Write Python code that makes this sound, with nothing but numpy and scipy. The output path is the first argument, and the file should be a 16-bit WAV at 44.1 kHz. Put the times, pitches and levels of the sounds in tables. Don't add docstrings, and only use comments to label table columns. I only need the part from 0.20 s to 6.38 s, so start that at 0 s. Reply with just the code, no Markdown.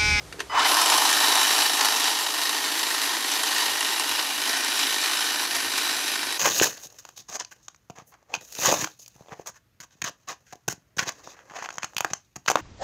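import sys
import numpy as np
from scipy import signal
from scipy.io import wavfile
from scipy.ndimage import uniform_filter1d

SR = 44100
rng = np.random.default_rng(int(sys.argv[2]) if len(sys.argv) > 2 else 0)


def store_wav(level_fs):
    pcm = np.round(np.clip(np.atleast_2d(level_fs), -1, 1) * 32767)
    wavfile.write(sys.argv[1], SR, pcm.T.astype(np.int16))


N = 272489
T = np.arange(N) / SR

# (per Hz, relative)
LEAF_COLOUR = [(59, -33), (100, -21), (201, -9), (276, 18), (1270, 9), (2340, 5), (6200, 3.5),
               (13300, -5.5), (15700, -47)]
# time_s, level_db
RUMBLE = [(0, -51), (.45, -57.5), (.65, -69.5), (1.4, -72), (1.9, -84), (3.2, -91), (4.5, -78), (6.18, -70)]
# start_s, level_db (at the height of the swell)
RUMBLE_SWELLS = [(2.178, -69), (3.501, -61.5), (3.894, -59), (4.17, -63), (5.336, -64), (5.459, -60),
                 (6.05, -66)]
# pitch_hz, level_db
SIDE_COLOUR = [(60, -17), (150, -12), (380, -16), (950, -23.5), (2380, -24), (5980, -23.5), (15000, -11)]

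# start_s, level_db (peak before the band limits), brightness_db (per octave)
TRIGGER_CLICKS = [(.1257, -23, 4), (.1272, -26, 0), (.143, -35, -12), (0.158, -41, -9), (0.186, -30, -12),
                  (0.1932, -26, 5), (.195, -27, 3), (0.2016, -21, 5), (0.2036, -13, -1), (.2075, -24, -6),
                  (0.217, -30, 4), (.229, -33, -11)]
# pitch_hz, level_db (relative), t60_s
TRIGGER_BODY = [(410, -11, .045), (1750, 1, .017), (2800, -5, .022), (4400, -9, .015), (6100, -16, .03)]

# time_s, level_db
WHINE_LEVEL = [(.33, -48), (.352, -24), (.395, -25), (.42, -30), (.44, -34), (.462, -27), (.48, -48),
               (.63, -40), (.8, -50), (1.6, -44), (3.9, -46), (4.3, -55)]
# time_s, pitch_hz
SPIN_UP_PITCH = [(.33, 600), (.348, 780), (.366, 1230), (.384, 860), (.401, 1130), (.425, 1470),
                 (.445, 1750), (.462, 2070), (.475, 2230), (.49, 2400)]
# multiple (of the whine pitch), level_db (relative)
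SPIN_UP_PARTS = [(1.5, -9)]
# multiple (of the whine pitch), level_db (relative)
FULL_SPEED_PARTS = [(.1, -10), (1.5, -4)]
# pitch_hz, level_db, start_s, end_s
DRIVE_TONES = [(1003, -44, .305, .33), (1998, -40, .297, .37), (2998, -42, .297, .35),
               (2998, -36, .35, .49), (4992, -47, .297, .35)]

# time_s, lag_ms
LOAD_LAG = [(.45, 12), (.6, 2), (.78, 0), (1.3, -1.6), (2.2, 2.5), (3.1, -3.2), (3.65, -3.5), (4.33, 1.7),
            (4.6, -1.3), (5.34, -5.2), (5.8, 1.4), (6.18, .6)]
# at_turns (0-1), knock_db, slide_db (sliding rattle), thump_db (in the pole)
REVERSALS = [(0, 3.5, 5, 5.5), (.49, 3.5, 3.5, 2)]
# time_s, bar_db, housing_db (above the bar)
RUNNING_LEVEL = [(.297, -41, 5), (.35, -22, -1.5), (.4, -16.5, -4.5), (.57, -22.5, -1), (.98, -21, -4),
                 (1.78, -24, -6), (2.06, -27, -6), (3.0, -27, -7), (3.47, -26, -6), (4.04, -28, -6.5),
                 (4.72, -25, -9.5), (5.3, -28.5, -7), (5.6, -25.5, -8.5), (6.18, -30.5, -8.5)]
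# time_s, share (0-1)
SUNK = [(.3, 0.9), (1.6, 0), (2, 0), (4.1, 0.6), (4.5, 1), (6.18, 1)]
# (per Hz, relative)
TOOL_COLOUR = [(88, -47), (150, -27), (280, -7), (438, -10), (520, -13.5), (832, -1.5), (1070, -1),
               (1250, 0), (1850, -2), (2160, -5), (3870, -0.5), (8110, 1), (10300, 1.5), (12900, -0.5),
               (15700, -15.5)]
# pitch_hz, width_hz, clear_db (lift with the bar clear), sunk_db (lift when sunk)
TOOL_MODES = [(310, 90, 4, 4), (800, 200, 4, 2), (1040, 250, 5, 2), (1520, 130, 0, 7), (1830, 120, 3, 3.5),
              (2380, 300, 0, 5), (2950, 300, 2, 2), (3870, 190, 4, 4), (6750, 500, -3, -5),
              (7450, 280, 5, 3), (10300, 900, 2, 4)]
TEETH_HZ = [9505, 9870, 10245, 10525, 11430, 11960, 12200, 12595, 13230]
# time_s, pitch_hz, level_db (re bar)
DRIFTING_RINGS = [
    [(.4, 1790, -17), (1.4, 1804, -12), (2.3, 1840, -13), (3.7, 1860, -12), (4.5, 1827, -12),
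     (6.18, 1820, -14)],
    [(.5, 3600, -15), (.85, 3900, -11), (1.4, 3860, -12), (2.5, 3860, -17), (3.7, 3850, -13),
     (4.2, 3930, -13), (6.18, 3930, -14)],
    [(.4, 2990, -14), (1.6, 2960, -14), (2.8, 2950, -20), (3.2, 3010, -16), (3.55, 2870, -12),
     (4.0, 2830, -8), (4.3, 3020, -14), (5.2, 2990, -14), (6.18, 2800, -25)],
    [(.5, 5250, -22), (.7, 5380, -15), (1.3, 5600, -14), (1.9, 5600, -15), (2.1, 5600, -40)],
    [(.6, 4300, -30), (1, 4450, -14), (1.9, 4520, -15), (2.3, 4500, -26), (3.4, 4500, -15),
     (4.2, 4400, -36)],
]
# time_s (centre), level_db (before layer trims), length_s
SWISHES = [(1.58, -34, 0.0087), (1.656, -21, 0.0079), (2.323, -29.5, 0.023), (2.842, -26.5, 0.018),
           (5.363, -25.5, 0.012), (5.585, -26, 0.0062)]
# start_s, strength_db, pitch_hz (at which the bar rings on)
SNAPS = [(0.393, -13, 1090), (0.447, -24, 1200), (0.5167, -11, 1090), (0.543, -12, 4960),
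         (0.568, -10, 4070), (0.6142, -8, 5390), (0.659, -8, 7690), (.699, -4, 7100), (0.776, -9, 1010),
         (0.8515, -6, 4200), (0.928, -6, 1800), (1.003, -8, 2780), (1.1534, -8, 3700), (1.609, -10, 1030),
         (1.842, -8, 5570), (2.2927, -9, 3900), (2.8156, -13, 1980), (3.116, -11, 5000),
         (3.2344, -14, 1870), (3.235, -11, 3160), (3.3816, -11, 1843), (3.6068, -9, 2810),
         (3.7966, -9, 5500), (3.892, -10.5, 2880), (4.4465, -9.5, 1440), (4.591, -10.5, 3880),
         (5.0423, -13, 5400), (4.815, -13, 5260), (4.972, -11, 5130), (5.579, -11, 2320),
         (6.125, -14, 1900)]

LEAVES_DB = -47
CLACK_DB, CLACK_T60_S = -4, .045
CAM_START_S, SPIN_UP_S, TURNS_PER_S, FIRST_TURN = .29, .53, 26.47, .21
CAM_LAG_SHARE, MOTOR_LAG_SHARE = .7, .35
TEETH_PER_TURN = 162.3
RISE_TURNS, KNOCK_TURNS, THUMP_LAG_TURNS, THUMP_TURNS = .039, .04, .1, .075
POLE_SLIDE = .45
TOOTH_WIDTH_HZ, TOOTH_LIFT_DB = 70, 5
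SURGE_DB, CLUMP_DB = .66, 1.3
SIZZLE_DB, SIZZLE_FADE_DB_PER_S, SIZZLE_DULL = -7.5, -.29, 3.1
POLE_DB, POLE_FOLLOWS = -28.5, .67
DRIFT_WIDTH_HZ = 235
SNAP_S, SNAP_RING_DB, SNAP_RING_T60_S = .0016, -12, .045
EDGE_HZ = 15780


def amp(db):
    return 10 ** (np.asarray(db) / 20)


def evened(x):
    return x / np.sqrt(np.mean(x ** 2) + 1e-20)


def curves(rows, at):
    first, *columns = np.transpose(rows)
    return [np.interp(at, first, c) for c in columns]


def slow_noise(samples, passes=1):
    x = rng.standard_normal(N)
    for _ in range(passes):
        x = uniform_filter1d(x, size=samples)
    return evened(x)


def coloured(x, db_at):
    hz = abs(np.fft.fftfreq(8192, 1 / SR))
    log_gain = np.log(amp(np.maximum(db_at(hz), -100)))
    phase = -signal.hilbert(log_gain).imag
    taps = np.fft.ifft(np.exp(log_gain + 1j * phase)).real[:4096]
    return signal.oaconvolve(x, taps)[:N]


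def spectrum(points, hz):
    f, db = np.transpose(points)
    return np.interp(np.log(hz + 1), np.log(f + 1), db)


def band(hz, lo_hz, hi_hz):
    return -10 * np.log10((1 + (lo_hz / (hz + 1)) ** 12) * (1 + (hz / hi_hz) ** 12))


def resonate(x, hz, width):
    turn = np.exp(2j * np.pi * np.cumsum(hz * np.ones(len(x))) / SR)
    r = np.exp(-np.pi * width / SR)
    smooth = signal.lfilter([1 - r], [1, -r], x / turn)
    return evened((turn * smooth).real)


def air():
    wash = [coloured(rng.standard_normal(N), lambda hz: spectrum(LEAF_COLOUR, hz) + band(hz, 170, 17000))
            for _ in range(3)]
    low = [evened(coloured(rng.standard_normal(N), lambda hz: band(hz, 50, 172))) for _ in range(2)]
    lumps_db = np.minimum(T, 1) * 2.5 * slow_noise(4000)
    rumble = amp(curves(RUMBLE, T)[0]) * amp(lumps_db)
    swells = sum(amp(db) * np.exp(-((T - s - .03) / .037) ** 2) for s, db in RUMBLE_SWELLS)
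    hum = .8 * rumble * np.sin(2 * np.pi * 63 * T)
    leaves = amp(LEAVES_DB) * evened(wash[0] + .084 * np.array(wash[1:]))
    low_stereo = low[0] + np.array([[.17], [-.17]]) * low[1]
    return leaves + hum + (rumble + swells) * low_stereo


def scattered(x, t60):
    t = np.arange(SR // 3) / SR
    hits = rng.choice([-1, 1], len(t)) * (rng.random(len(t)) < .05)
    taps = hits * amp(-60 * t / t60) * (t > .002)
    return signal.oaconvolve(x, taps / np.linalg.norm(taps))[:N]


def patchy(x, patchy_db):
    z = signal.stft(x, nperseg=512, noverlap=384)[2]
    patches = rng.standard_normal(z.shape[::-1]).T
    for _ in range(2):
        patches = uniform_filter1d(uniform_filter1d(patches, size=4, axis=0), size=30, axis=1)
    return signal.istft(z * amp(patchy_db * evened(patches)), nperseg=512, noverlap=384)[1][:N]


def trigger():
    out, t = np.zeros(N), np.arange(3000) / SR
    for s, db, tilt_db in TRIGGER_CLICKS:
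        body = sum(amp(d + tilt_db * np.log2(hz / 1500) - 60 * t / t60) * np.sin(2 * np.pi * hz * t)
                   for hz, d, t60 in TRIGGER_BODY)
        noise = resonate(rng.standard_normal(len(t)), 1800 * amp(tilt_db), width=2000 * amp(tilt_db))
        click = body + amp(CLACK_DB - 60 * t / CLACK_T60_S) * noise
        out[round(s * SR):][:len(t)] += amp(db) * click / abs(click).max()
    return coloured(out, lambda hz: band(hz, 330, 11000))


def cam_turns(lag_share):
    lag_s = lag_share * uniform_filter1d(curves(LOAD_LAG, T)[0], size=9000) / 1000
    t = T - lag_s - CAM_START_S
    rise = 1 - np.cos(np.pi / 2 * np.clip(t / SPIN_UP_S, 0, 1))
    return FIRST_TURN + TURNS_PER_S * (rise * SPIN_UP_S * 2 / np.pi + np.maximum(t - SPIN_UP_S, 0))


def drive_tones():
    out = np.zeros(N)
    for hz, db, start, end in DRIVE_TONES:
        held = uniform_filter1d(1. * (T > start) * (T < end), size=300)
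        out += np.sqrt(2) * amp(db) * held * np.sin(2 * np.pi * hz * T)
    return out


def motor():
    mesh_hz = TEETH_PER_TURN * SR * np.gradient(cam_turns(MOTOR_LAG_SHARE))
    climbing = T < SPIN_UP_PITCH[-1][0]
    hz = uniform_filter1d(np.where(climbing, curves(SPIN_UP_PITCH, T)[0], mesh_hz), size=200)
    waver = slow_noise(1500)
    phase = 2 * np.pi * np.cumsum(hz * (1 + .0012 * waver)) / SR
    growl = resonate(rng.standard_normal(N), hz, width=92)
    for k, db in SPIN_UP_PARTS:
        growl += 2 * amp(db) * resonate(rng.standard_normal(N), k * hz, width=100)
    steady = np.clip((T - .7) / .3, 0, 1)
    whine = np.sin(phase) + .4 * (1 - steady) * growl
    whine += steady * amp(2.3 * waver) * sum(amp(db) * np.sin(k * phase) for k, db in FULL_SPEED_PARTS)
    level = np.sqrt(2) * amp(curves(WHINE_LEVEL, T)[0]) * (T > WHINE_LEVEL[0][0])
    return level * whine + drive_tones()


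def tool(x, lo_hz, hi_hz):
    sunk = curves(SUNK, T)[0]
    modes = TOOL_MODES + [(f, TOOTH_WIDTH_HZ, TOOTH_LIFT_DB, TOOTH_LIFT_DB) for f in TEETH_HZ]

    def rung(column):
        def response_db(hz):
            lifts = sum(m[column] / (1 + (2 * (hz - m[0]) / m[1]) ** 2) for m in modes)
            return spectrum(TOOL_COLOUR, hz) + band(hz, lo_hz, hi_hz) + lifts
        return coloured(x, response_db)

    clear, deep = rung(2), rung(3)
    return (1 - sunk) * clear / np.std(clear) + sunk * deep / np.std(deep)


def snaps():
    kicks, rings, t = np.zeros(N), np.zeros(N), np.arange(3000) / SR
    for s, db, hz in SNAPS:
        at = round(s * SR)
        noise = rng.standard_normal(len(t))
        kick = amp(db) * noise * t / SNAP_S * np.exp(1 - 2 * t / SNAP_S)
        fade = (1 - np.exp(-t / .002)) * amp(db + SNAP_RING_DB - 60 * t / SNAP_RING_T60_S)
        ring = fade * np.sin(2 * np.pi * hz * t + noise[0])
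        kicks[at:][:len(t)] += kick[:N - at]
        rings[at:][:len(t)] += ring[:N - at]
    return amp(-3) * tool(kicks, 700, 8900) * np.std(kicks) + rings


def chatter(per_s, spread_db, hiss):
    size_db = spread_db * np.minimum(rng.exponential(1, N), 4)
    contacts = amp(size_db) * (rng.random(N) < per_s / SR) * rng.choice([-1, 1], N)
    return evened(evened(contacts) + hiss * rng.standard_normal(N))


def strokes(turns):
    bar, pole = 0, 0
    for at, knock_db, slide_db, thump_db in REVERSALS:
        u = (turns - at) % 1
        slide = slide_db * np.maximum(1 - (2 * u) ** 2, 0)
        bar = bar + np.minimum(u / RISE_TURNS, 1) * (knock_db * np.exp(-u / KNOCK_TURNS) + slide)
        pole = pole + POLE_SLIDE * slide + thump_db * np.exp(-((u - THUMP_LAG_TURNS) / THUMP_TURNS) ** 2)
    return np.array([bar, pole])


def swished(run_db):
    return run_db + sum(10 * np.log10(1 + amp(2 * (db - run_db)) * np.exp(-((T - s) / length) ** 2))
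                        for s, db, length in SWISHES)


def drifting_rings(drive, level_db):
    out = np.zeros(N)
    for ring in DRIFTING_RINGS:
        hz, db = curves(ring, T)
        hz = hz * (1 + .007 * slow_noise(3000))
        once = resonate(drive, hz, DRIFT_WIDTH_HZ)
        out += amp(level_db + db) * resonate(once, hz, DRIFT_WIDTH_HZ)
    return out


def trimmer():
    turns = cam_turns(CAM_LAG_SHARE)
    stroke_db, pole_db = strokes(turns) * np.clip((T - .35) / .2, .3, 1)
    luck = np.clip(rng.standard_normal((320, 3)), -2, 2)
    shared, fine, low = uniform_filter1d(luck[(2 * turns).astype(int)], size=150, axis=0).T

    run_db, housing_db = curves(RUNNING_LEVEL, T)
    level_db = swished(run_db) + SURGE_DB * slow_noise(2500, passes=2)
    slow_db = -12 * np.clip((.49 - T) / .15, 0, 1)
    sizzle_db = SIZZLE_DB + SIZZLE_FADE_DB_PER_S * T + SIZZLE_DULL * slow_db

    clumps = amp(CLUMP_DB * slow_noise(120, passes=2))
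    rattle = clumps * chatter(per_s=4000, spread_db=2.6, hiss=1.2)
    bar = rattle * amp(stroke_db + .5 * shared)
    sizzle = chatter(per_s=8000, spread_db=1.5, hiss=3) * amp(.5 * stroke_db + .5 * shared + .6 * fine)
    housing = rattle * amp(stroke_db + .28 * shared + .1 * low)
    drive = clumps * chatter(per_s=3000, spread_db=2.5, hiss=1) * amp(1.2 * stroke_db + .6 * shared)

    out = amp(level_db - 5) * tool(bar, 1108, 2836)
    out += amp(level_db - 2.5 + slow_db) * tool(bar, 2420, 6480)
    out += amp(level_db + sizzle_db) * tool(sizzle, 7500, 17000)
    out += amp(level_db + housing_db) * tool(housing, 521, 1413)
    out += amp(POLE_DB + POLE_FOLLOWS * run_db + .5 * slow_db) * tool(rattle * amp(pole_db), 175, 465)
    out += drifting_rings(drive, level_db + slow_db)
    return patchy(out * (T > RUNNING_LEVEL[0][0]), patchy_db=.7)


def scene():
    dry = trimmer() + snaps() + motor() + trigger()
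    mid = dry + amp(-15) * scattered(dry, t60=.23)
    side = coloured(scattered(dry, t60=.3), lambda hz: spectrum(SIDE_COLOUR, hz))
    stereo = mid + side * np.array([[1], [-1]]) + air()
    return stereo * amp([[-.15], [.15]])


def record(dry):
    low_pass = signal.firwin(2047, EDGE_HZ, window=("kaiser", 9), fs=SR)
    return signal.oaconvolve(dry, low_pass[None], "same")


dry = scene()
out = record(dry)
store_wav(out)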